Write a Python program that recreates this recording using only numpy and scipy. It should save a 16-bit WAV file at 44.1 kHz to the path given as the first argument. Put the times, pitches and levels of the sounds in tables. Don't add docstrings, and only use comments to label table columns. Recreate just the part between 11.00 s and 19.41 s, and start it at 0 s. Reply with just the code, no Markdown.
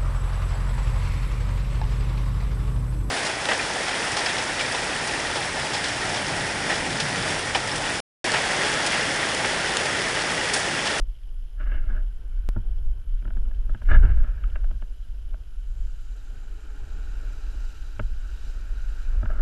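import sys
import numpy as np
from scipy import signal
from scipy.fft import rfft, irfft, next_fast_len
from scipy.io import wavfile
from scipy.ndimage import uniform_filter1d

SR = 44100
rng = np.random.default_rng(int(sys.argv[2]) if len(sys.argv) > 2 else 0)


def generate_wav(sig):
    pcm = np.round(np.clip(np.atleast_2d(sig).T, -1, 1) * 32767).astype(np.int16)
    wavfile.write(sys.argv[1], SR, pcm)


def boost(x):
    u = np.asarray(x, float) / 20
    return 10 ** u


N = 370881


def rms_one(x):
    return x / np.sqrt(np.mean(x ** 2) + 1e-20)


def in_time(rows):
    time_s, *columns = np.transpose(rows)
    return [np.interp(np.arange(N) / SR, time_s, column) for column in columns]


def drift(rate_hz):
    pole = np.exp(-40 * np.pi * rate_hz / SR)
    noise = rng.standard_normal(N // 20 + 3002)
    slow = signal.lfilter([1], [1, -2 * pole, pole * pole], noise)[3000:]
    return np.interp(np.arange(N) / 20, np.arange(len(slow)), rms_one(slow))


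def coloured(spectrum):
    size = next_fast_len(N)
    hz, db = np.transpose(spectrum)
    bin_hz = np.fft.rfftfreq(size, 1 / SR)
    gain = boost(np.interp(np.log(bin_hz + 1), np.log(hz), db))
    return rms_one(irfft(rfft(rng.standard_normal(size)) * gain, size)[:N])


def resonance(x, hz, width_hz):
    r = np.exp(-np.pi * width_hz / SR)
    numerator = np.array([1, 0, -1]) * (1 - r * r) / 2
    denominator = [1, -2 * r * np.cos(2 * np.pi * hz / SR), r * r]
    return signal.lfilter(numerator, denominator, x + 1e-18)


def butter(x, order, hz, kind="low"):
    return signal.sosfilt(signal.butter(order, hz, kind, fs=SR, output="sos"), x)


def hiss(peaks, patchy_db, rate_hz, order=1):
    together, out = drift(rate_hz), 0
    for hz, width_hz, db in peaks:
        band = rng.standard_normal(N)
        for _ in range(order):
            band = resonance(band, hz, width_hz)
        swell_db = patchy_db * (0.06 * together + drift(rate_hz * 5.9))
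        out = out + boost(db + swell_db) * band
    return rms_one(out)


# [centre_hz, width_hz, gain_db]
SELF_NOISE_PEAKS = [(1470, 1340, 2), (3035, 320, 10), (5130, 590, -2.5), (6900, 2200, -10), (10290, 260, 0),
                    (11220, 750, -4), (13400, 600, -10)]
SELF_NOISE_DB = -67


def self_noise():
    return boost(SELF_NOISE_DB) * hiss(SELF_NOISE_PEAKS, patchy_db=3.0, rate_hz=21.0)


HIGH_HISS_HZ, HIGH_HISS_WIDTH_HZ, HIGH_HISS_DB = 7070, 1400, -73
HIGH_HISS_FROM_S, HIGH_HISS_TO_S, HIGH_HISS_FADE_DB_PER_S = 4.77, 6.1, 41


def high_hiss():
    t = np.arange(N) / SR
    outside_s = np.maximum(np.maximum(HIGH_HISS_FROM_S - t, t - HIGH_HISS_TO_S), 0)
    band = hiss([(HIGH_HISS_HZ, HIGH_HISS_WIDTH_HZ, 0)], patchy_db=-1.5, rate_hz=8.7, order=2)
    return boost(HIGH_HISS_DB - HIGH_HISS_FADE_DB_PER_S * outside_s) * band


# [time_s, rumble_db]
GUSTS = [(0.0, -20.5), (0.14, -34), (0.44, -25.5), (0.49, -38), (0.63, -21.5), (0.91, -18), (1.2, -28),
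         (1.59, -24.5), (1.75, -19), (1.87, -21.5), (1.96, -26), (2.36, -23.5), (2.44, -22.5),
         (2.55, -23.5), (2.71, -18), (2.81, -36), (2.9, -12), (2.98, -7.5), (3.06, -12), (3.15, -7.5),
         (3.3, -24), (3.54, -20.5), (3.75, -24.5), (3.93, -31), (4.3, -28), (4.65, -29.5), (4.85, -25),
         (4.92, -30.5), (5.7, -32.5), (6.0, -27), (6.9, -30.5), (7.2, -23.5), (7.45, -26.5), (7.89, -24.5),
         (8.05, -22.5), (8.25, -17.5), (8.41, -18)]
# [time_s, swell_db]
UPPER_RUMBLE_SWELL = [(0, 2), (0.3, 1), (0.75, -1.5), (1.2, -3), (1.8, 2), (2.3, -1), (2.95, 3), (3.2, 0),
                      (4.0, -0.5), (4.8, -0.5), (5.25, 5), (5.75, 2), (6.2, 1.5), (6.75, 4.5), (7.3, 0.5),
                      (7.8, -1), (8.1, -4.5), (8.41, -4)]
# [freq_hz, density_db_per_hz]
RUMBLE_SPECTRUM = [(3.5, -41), (6.0, -9), (27, 3.5), (38, -0.5), (52, -6.5), (65, -37.5), (70, -47),
                   (91, -70), (150, -120)]
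# [freq_hz, density_db_per_hz]
UPPER_RUMBLE_SPECTRUM = [(32, -49.5), (55, -1), (65, -6.5), (102, -14), (160, -33), (210, -61.5),
                         (350, -120)]
# [freq_hz, density_db_per_hz]
AIR_SPECTRUM = [(76, -36.5), (130, -7), (211, -3.5), (317, -7.5), (420, -9.5), (1200, -22), (1560, -57.5),
                (2640, -120)]
GUST_SMOOTH_S = 0.18
UPPER_DB, UPPER_FOLLOWS = -12.5, 1.205
RUSH_DB, RUSH_FOLLOWS = -44, 0.72
HEADWIND_DB = -5


def wind():
    rumble_db, = in_time(GUSTS)
    swell_db, = in_time(UPPER_RUMBLE_SWELL)
    board_db, _ = in_time(RIDE)
    gust_db = uniform_filter1d(rumble_db, size=int(GUST_SMOOTH_S * SR))
    low = boost(rumble_db) * coloured(RUMBLE_SPECTRUM)
    upper_db = UPPER_DB + swell_db + UPPER_FOLLOWS * gust_db + 2.26 * drift(5.4)
    upper = boost(upper_db) * coloured(UPPER_RUMBLE_SPECTRUM)
    rush_gain = np.hypot(boost(RUSH_DB + RUSH_FOLLOWS * gust_db), boost(HEADWIND_DB + board_db))
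    rush = rush_gain * boost(2.17 * drift(7.5)) * coloured(AIR_SPECTRUM)
    return low + upper + rush


CLICK_S, CLICK_DB, CLICK_FADE_S = 1.4895, -19, 0.016


def step_click():
    t = np.arange(N) / SR - CLICK_S
    return boost(CLICK_DB) / 2 * np.sign(t) * np.exp(-np.abs(t) / CLICK_FADE_S)


POLE_CUT_HZ = 4800


def through_pole(x):
    return butter(x, 6, POLE_CUT_HZ)


# [centre_hz, width_hz, gain_db]
HOUSING_MODES = [(200, 37, -1), (350, 98, -4.5), (441, 57, -7), (610, 72, -3.5), (930, 440, -14.5),
                 (1310, 115, 3), (1490, 127, 1.5), (1658, 74, 4), (1840, 170, -15), (2103, 200, -7.5),
                 (2380, 320, -14.5), (2700, 86, -9), (2970, 100, -9)]


def housing(clicks, sway=lambda: 1):
    groups = np.zeros((3,) + clicks.shape)
    for k, (hz, width_hz, db) in enumerate(HOUSING_MODES):
        group = int(hz > 1100) + int(hz > 2000)
        sign = (-1) ** k
        groups[group] += sign * boost(db) * sway() * resonance(clicks, hz, width_hz)
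    groups = through_pole(groups)
    return groups / np.sqrt(np.mean(groups ** 2, axis=-1, keepdims=True))


# [start_s, peak_db, knock_db, low_db, high_db]
POLE_TICKS = [(0.606, -40, -57, -5, -17), (0.716, -38, -60, -15, -9), (1.5623, -42, -24.5, 10, -26),
              (2.2224, -49.5, -44, 6, 0), (2.251, -41, -36, 4, -6), (2.2759, -44, -37, 3, -4),
              (2.303, -41, -52, 1.5, -7), (2.367, -41, -35, -1, -12), (2.453, -50.5, -72, -12, -3),
              (2.5095, -46, -61, 1.5, -10), (2.692, -38.5, -39, 1, -13), (2.7455, -34.5, -35.5, 0, -8.5),
              (2.817, -42.5, -43, 5.5, -4), (2.8843, -37, -52.5, -5, -6), (2.912, -20, -24, -2.5, -18),
              (3.034, -51, -23, -8, -7), (3.1996, -38.5, -39, -5, -14), (3.24, -39.5, -41.5, -1, -6),
              (3.4368, -34.5, -46, -18, -6), (3.499, -55, -70, -8, 8), (3.5558, -33, -69, 2, -1.5),
              (3.6404, -42.5, -61, 4.5, -5), (3.71, -45, -40.5, 9.5, -3), (3.8207, -41.5, -43, 6, -4),
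              (4.34, -44.5, -58, 6, -4.5), (6.994, -24, -28, 2, -5), (8.228, -31.5, -29, -1, -28),
              (8.255, -32.5, -45, 1, -7.5), (8.2998, -33, -51, 2, -24)]
# [freq_hz, gain_db, t60_s]
KNOCK_SWINGS = [(97, 5.5, 0.16), (164.5, -4.5, 0.14), (217.3, 0.5, 0.093), (326, -2, 0.059),
                (404, -21, 0.13), (559, -26, 0.11), (926, -21, 0.12), (1393, -9, 0.033)]
FLURRY_T60_S, FLURRY_RISE_S = 0.021, 0.0011
MAIN_TOUCH_S, MAIN_TOUCH_SIZE = 0.0012, 4.5
CRACK_DB, CRACK_EDGE_DB = -3, 3.5
CRACK_T60_S, CRACK_BODY_HZ, CRACK_EDGE_HZ = 0.0024, 1470, (2000, 3370)
TICK_THIN_HZ, TICK_MIDDLE_CUT_HZ = 490, 1670
TICK_LOW_DB, TICK_HIGH_DB = -4.5, -3


def ticks():
    start_s, peak_db, knock_db, low_db, high_db = np.transpose(POLE_TICKS)[:, :, None]
    t = np.arange(4400) / SR
    shape = (len(start_s), len(t))
    contacts = rng.standard_normal(shape) * (rng.random(shape) < 0.12)
    contacts[:, 0] = 1.5
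    contacts[:, int(MAIN_TOUCH_S * SR)] = MAIN_TOUCH_SIZE
    envelope = boost(-60 * t / FLURRY_T60_S) * (1.15 - np.exp(-t / FLURRY_RISE_S))
    flurry = through_pole(contacts * envelope)
    low, middle, high = housing(flurry)

    crack = flurry * boost(-60 * t / CRACK_T60_S)
    crack = crack / np.sqrt(np.mean(crack ** 2, axis=1, keepdims=True))
    low = low + boost(CRACK_DB) * butter(crack, 4, CRACK_BODY_HZ)
    high = high + boost(CRACK_EDGE_DB) * butter(crack, 3, CRACK_EDGE_HZ, "band")

    low = butter(low, 2, (TICK_THIN_HZ, CRACK_BODY_HZ), "band")
    middle = butter(middle, 4, TICK_MIDDLE_CUT_HZ)
    high = butter(high, 6, CRACK_EDGE_HZ[1])
    low, middle, high = (ring / np.abs(ring).max(axis=1, keepdims=True) for ring in (low, middle, high))
    low = boost(TICK_LOW_DB + low_db) * low
    high = boost(TICK_HIGH_DB + high_db) * high
    rings = boost(peak_db) * (low + middle + high)

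    end_fade = np.cos(np.pi / 2 * t / t[-1])
    for hz, db, t60_s in KNOCK_SWINGS:
        swing = np.sin(2 * np.pi * hz * t) * boost(-60 * t / t60_s) * (1 - np.exp(-t / 0.0031))
        rings = rings - boost(knock_db + db) * swing * end_fade
    out = np.zeros(N + len(t))
    np.add.at(out, (start_s * SR).astype(int) + np.arange(len(t)), rings)
    return out[:N]


# [start_s, length_s, level_db, change_db, high_db, low_db, pitch_hz]
GLOVE_STROKES = [(0.57, 0.017, -63, 5, -14, -4, 1500), (0.608, 0.048, -48.5, -8, -7.5, -5, 1450),
                 (0.666, 0.056, -47.5, 0, -8.5, -4, 1660), (0.723, 0.066, -46.5, -3, -5, -4, 1630),
                 (0.8, 0.075, -59.5, 5, -9, -5, 1500), (0.899, 0.11, -45.5, -6, -12.5, -2, 1580),
                 (1.027, 0.063, -64.5, -5, -14, 5, 1450), (2.854, 0.02, -59, 3, -1, -11, 1600),
                 (2.892, 0.077, -32, 3.5, -13.5, -6, 1670), (2.994, 0.036, -50, -9, -16, 3.5, 1640),
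                 (3.032, 0.081, -41, -4, -10.5, -1, 1540), (3.115, 0.19, -53, -2, -11.5, -1.5, 1550),
                 (3.324, 0.27, -62, 3, -13, -1, 1560), (8.211, 0.087, -51, -3, -22, -3, 1500),
                 (8.3, 0.13, -50, 5.5, -18, -3, 1300)]
# [centre_hz, width_hz (each of two passes), gain_db]
BITE_MODES = [(3500, 200, 6), (4720, 130, -7), (5650, 100, -16.5), (6150, 150, -9)]
BITE_DB, BITE_FULL_AT_DB, BITE_GROWS = -27.5, -35, 0.15
RUB_ATTACK_DB_PER_S, RUB_RELEASE_DB_PER_S = 1192, 689
RUB_ARCH_DB, RUB_SWAY_DB, RUB_CLUMP_DB = 1.5, 1.2, 2.2
RUB_FOCUS_WIDTH_HZ, RUB_FOCUS_SHARE = 140, 0.51
RUB_EDGE_HZ = 2970


def glove():
    slips = rng.random(N) < 5500.0 * boost(2.6 * drift(90)) / SR
    size_db = 2.2 * np.minimum(rng.exponential(1, N), 5) + RUB_CLUMP_DB * drift(40)
    clicks = slips * boost(size_db) * rng.choice([-1, 1], N)
    low, middle, high = housing(clicks, sway=lambda: boost(RUB_SWAY_DB * drift(10.7)))
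    high = butter(high, 8, RUB_EDGE_HZ)
    bite = 0
    for hz, width_hz, db in BITE_MODES:
        mode = resonance(resonance(clicks, hz, width_hz), hz, width_hz)
        bite = bite + boost(db + 4.2 * drift(60)) * mode
    bite = rms_one(bite)

    out = np.zeros(N)
    for start_s, length_s, level_db, change_db, high_db, low_db, pitch_hz in GLOVE_STROKES:
        t = np.arange(N) / SR - start_s
        attack_db = RUB_ATTACK_DB_PER_S * np.minimum(t, 0)
        release_db = -RUB_RELEASE_DB_PER_S * np.maximum(t - length_s, 0)
        edges_db = np.maximum(attack_db + release_db, -120)
        along = np.clip(t / length_s, 0, 1)
        arch_db = -RUB_ARCH_DB * (2 * along - 1) ** 2
        stroke_db = level_db + change_db * along + arch_db + edges_db
        near_pitch = resonance(middle, pitch_hz, RUB_FOCUS_WIDTH_HZ)
        focused = rms_one((1 - RUB_FOCUS_SHARE) * middle + RUB_FOCUS_SHARE * near_pitch)
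        bite_db = BITE_DB + BITE_GROWS * (level_db - BITE_FULL_AT_DB)
        rub = boost(low_db) * low + focused + boost(high_db) * high + boost(bite_db) * bite
        out += boost(stroke_db) * rub
    return out


# [time_s, rush_db, spray_db]
RIDE = [(0, -78.5, -95), (1.05, -71, -79), (1.55, -63.5, -95), (1.8, -71.5, -97), (2.9, -64.5, -70),
        (3.3, -57, -73.5), (3.9, -70, -71.5), (4.5, -69, -75), (4.9, -66, -67.5), (5.55, -59.5, -66.5),
        (6.13, -55, -62), (6.7, -58, -59), (7.1, -59.5, -63.5), (7.48, -56, -58.5), (7.65, -56, -62.5),
        (8.0, -55, -59.5), (8.18, -55, -65), (8.41, -61, -66.5)]
# [centre_hz, width_hz, gain_db]
SPRAY_PEAKS = [(2810, 320, 7.5), (3920, 360, 6.5), (4740, 120, 5.5), (5220, 740, 0), (6070, 330, 2),
               (7180, 740, 1), (8240, 250, -5), (12900, 1100, -13)]
# [centre_hz, width_hz (each of two passes), gain_db]
BOARD_PEAKS = [(609, 120, -5.5), (910, 450, -12), (1343, 200, -2.5), (1483, 296, 2), (1825, 130, -8.5),
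               (2393, 560, -10)]
# [centre_hz, width_hz (each of two passes), gain_db]
HUM_PEAKS = [(297, 70, -4), (424, 39, -3), (819, 99, -8.5)]
HUM_PEAK_S, HUM_PEAK_DB, HUM_RISE_DB_PER_S, HUM_FALL_DB_PER_S = 5.71, -59.5, 18.5, 3.5


def board():
    rush_db, spray_db = in_time(RIDE)
    t = np.arange(N) / SR - HUM_PEAK_S
    hum_db = HUM_PEAK_DB + np.minimum(HUM_RISE_DB_PER_S * t, -HUM_FALL_DB_PER_S * t)
    spray = hiss(SPRAY_PEAKS, patchy_db=1.9, rate_hz=16.0)
    rush = hiss(BOARD_PEAKS, patchy_db=1.0, rate_hz=5.0, order=2)
    hum = hiss(HUM_PEAKS, patchy_db=1.5, rate_hz=2.5, order=2)
    return boost(spray_db) * spray + boost(rush_db) * rush + boost(hum_db) * hum


def scene():
    floor = self_noise()
    mix = wind() + board() + high_hiss() + glove() + ticks() + step_click() + floor
    return mix[None]


def band_limit(x):
    return signal.sosfilt(signal.butter(12, 15280, fs=SR, output="sos"), x)


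def record(dry):
    mix = np.tanh(dry)
    return band_limit(mix)


dry = scene()
out = record(dry)
generate_wav(out)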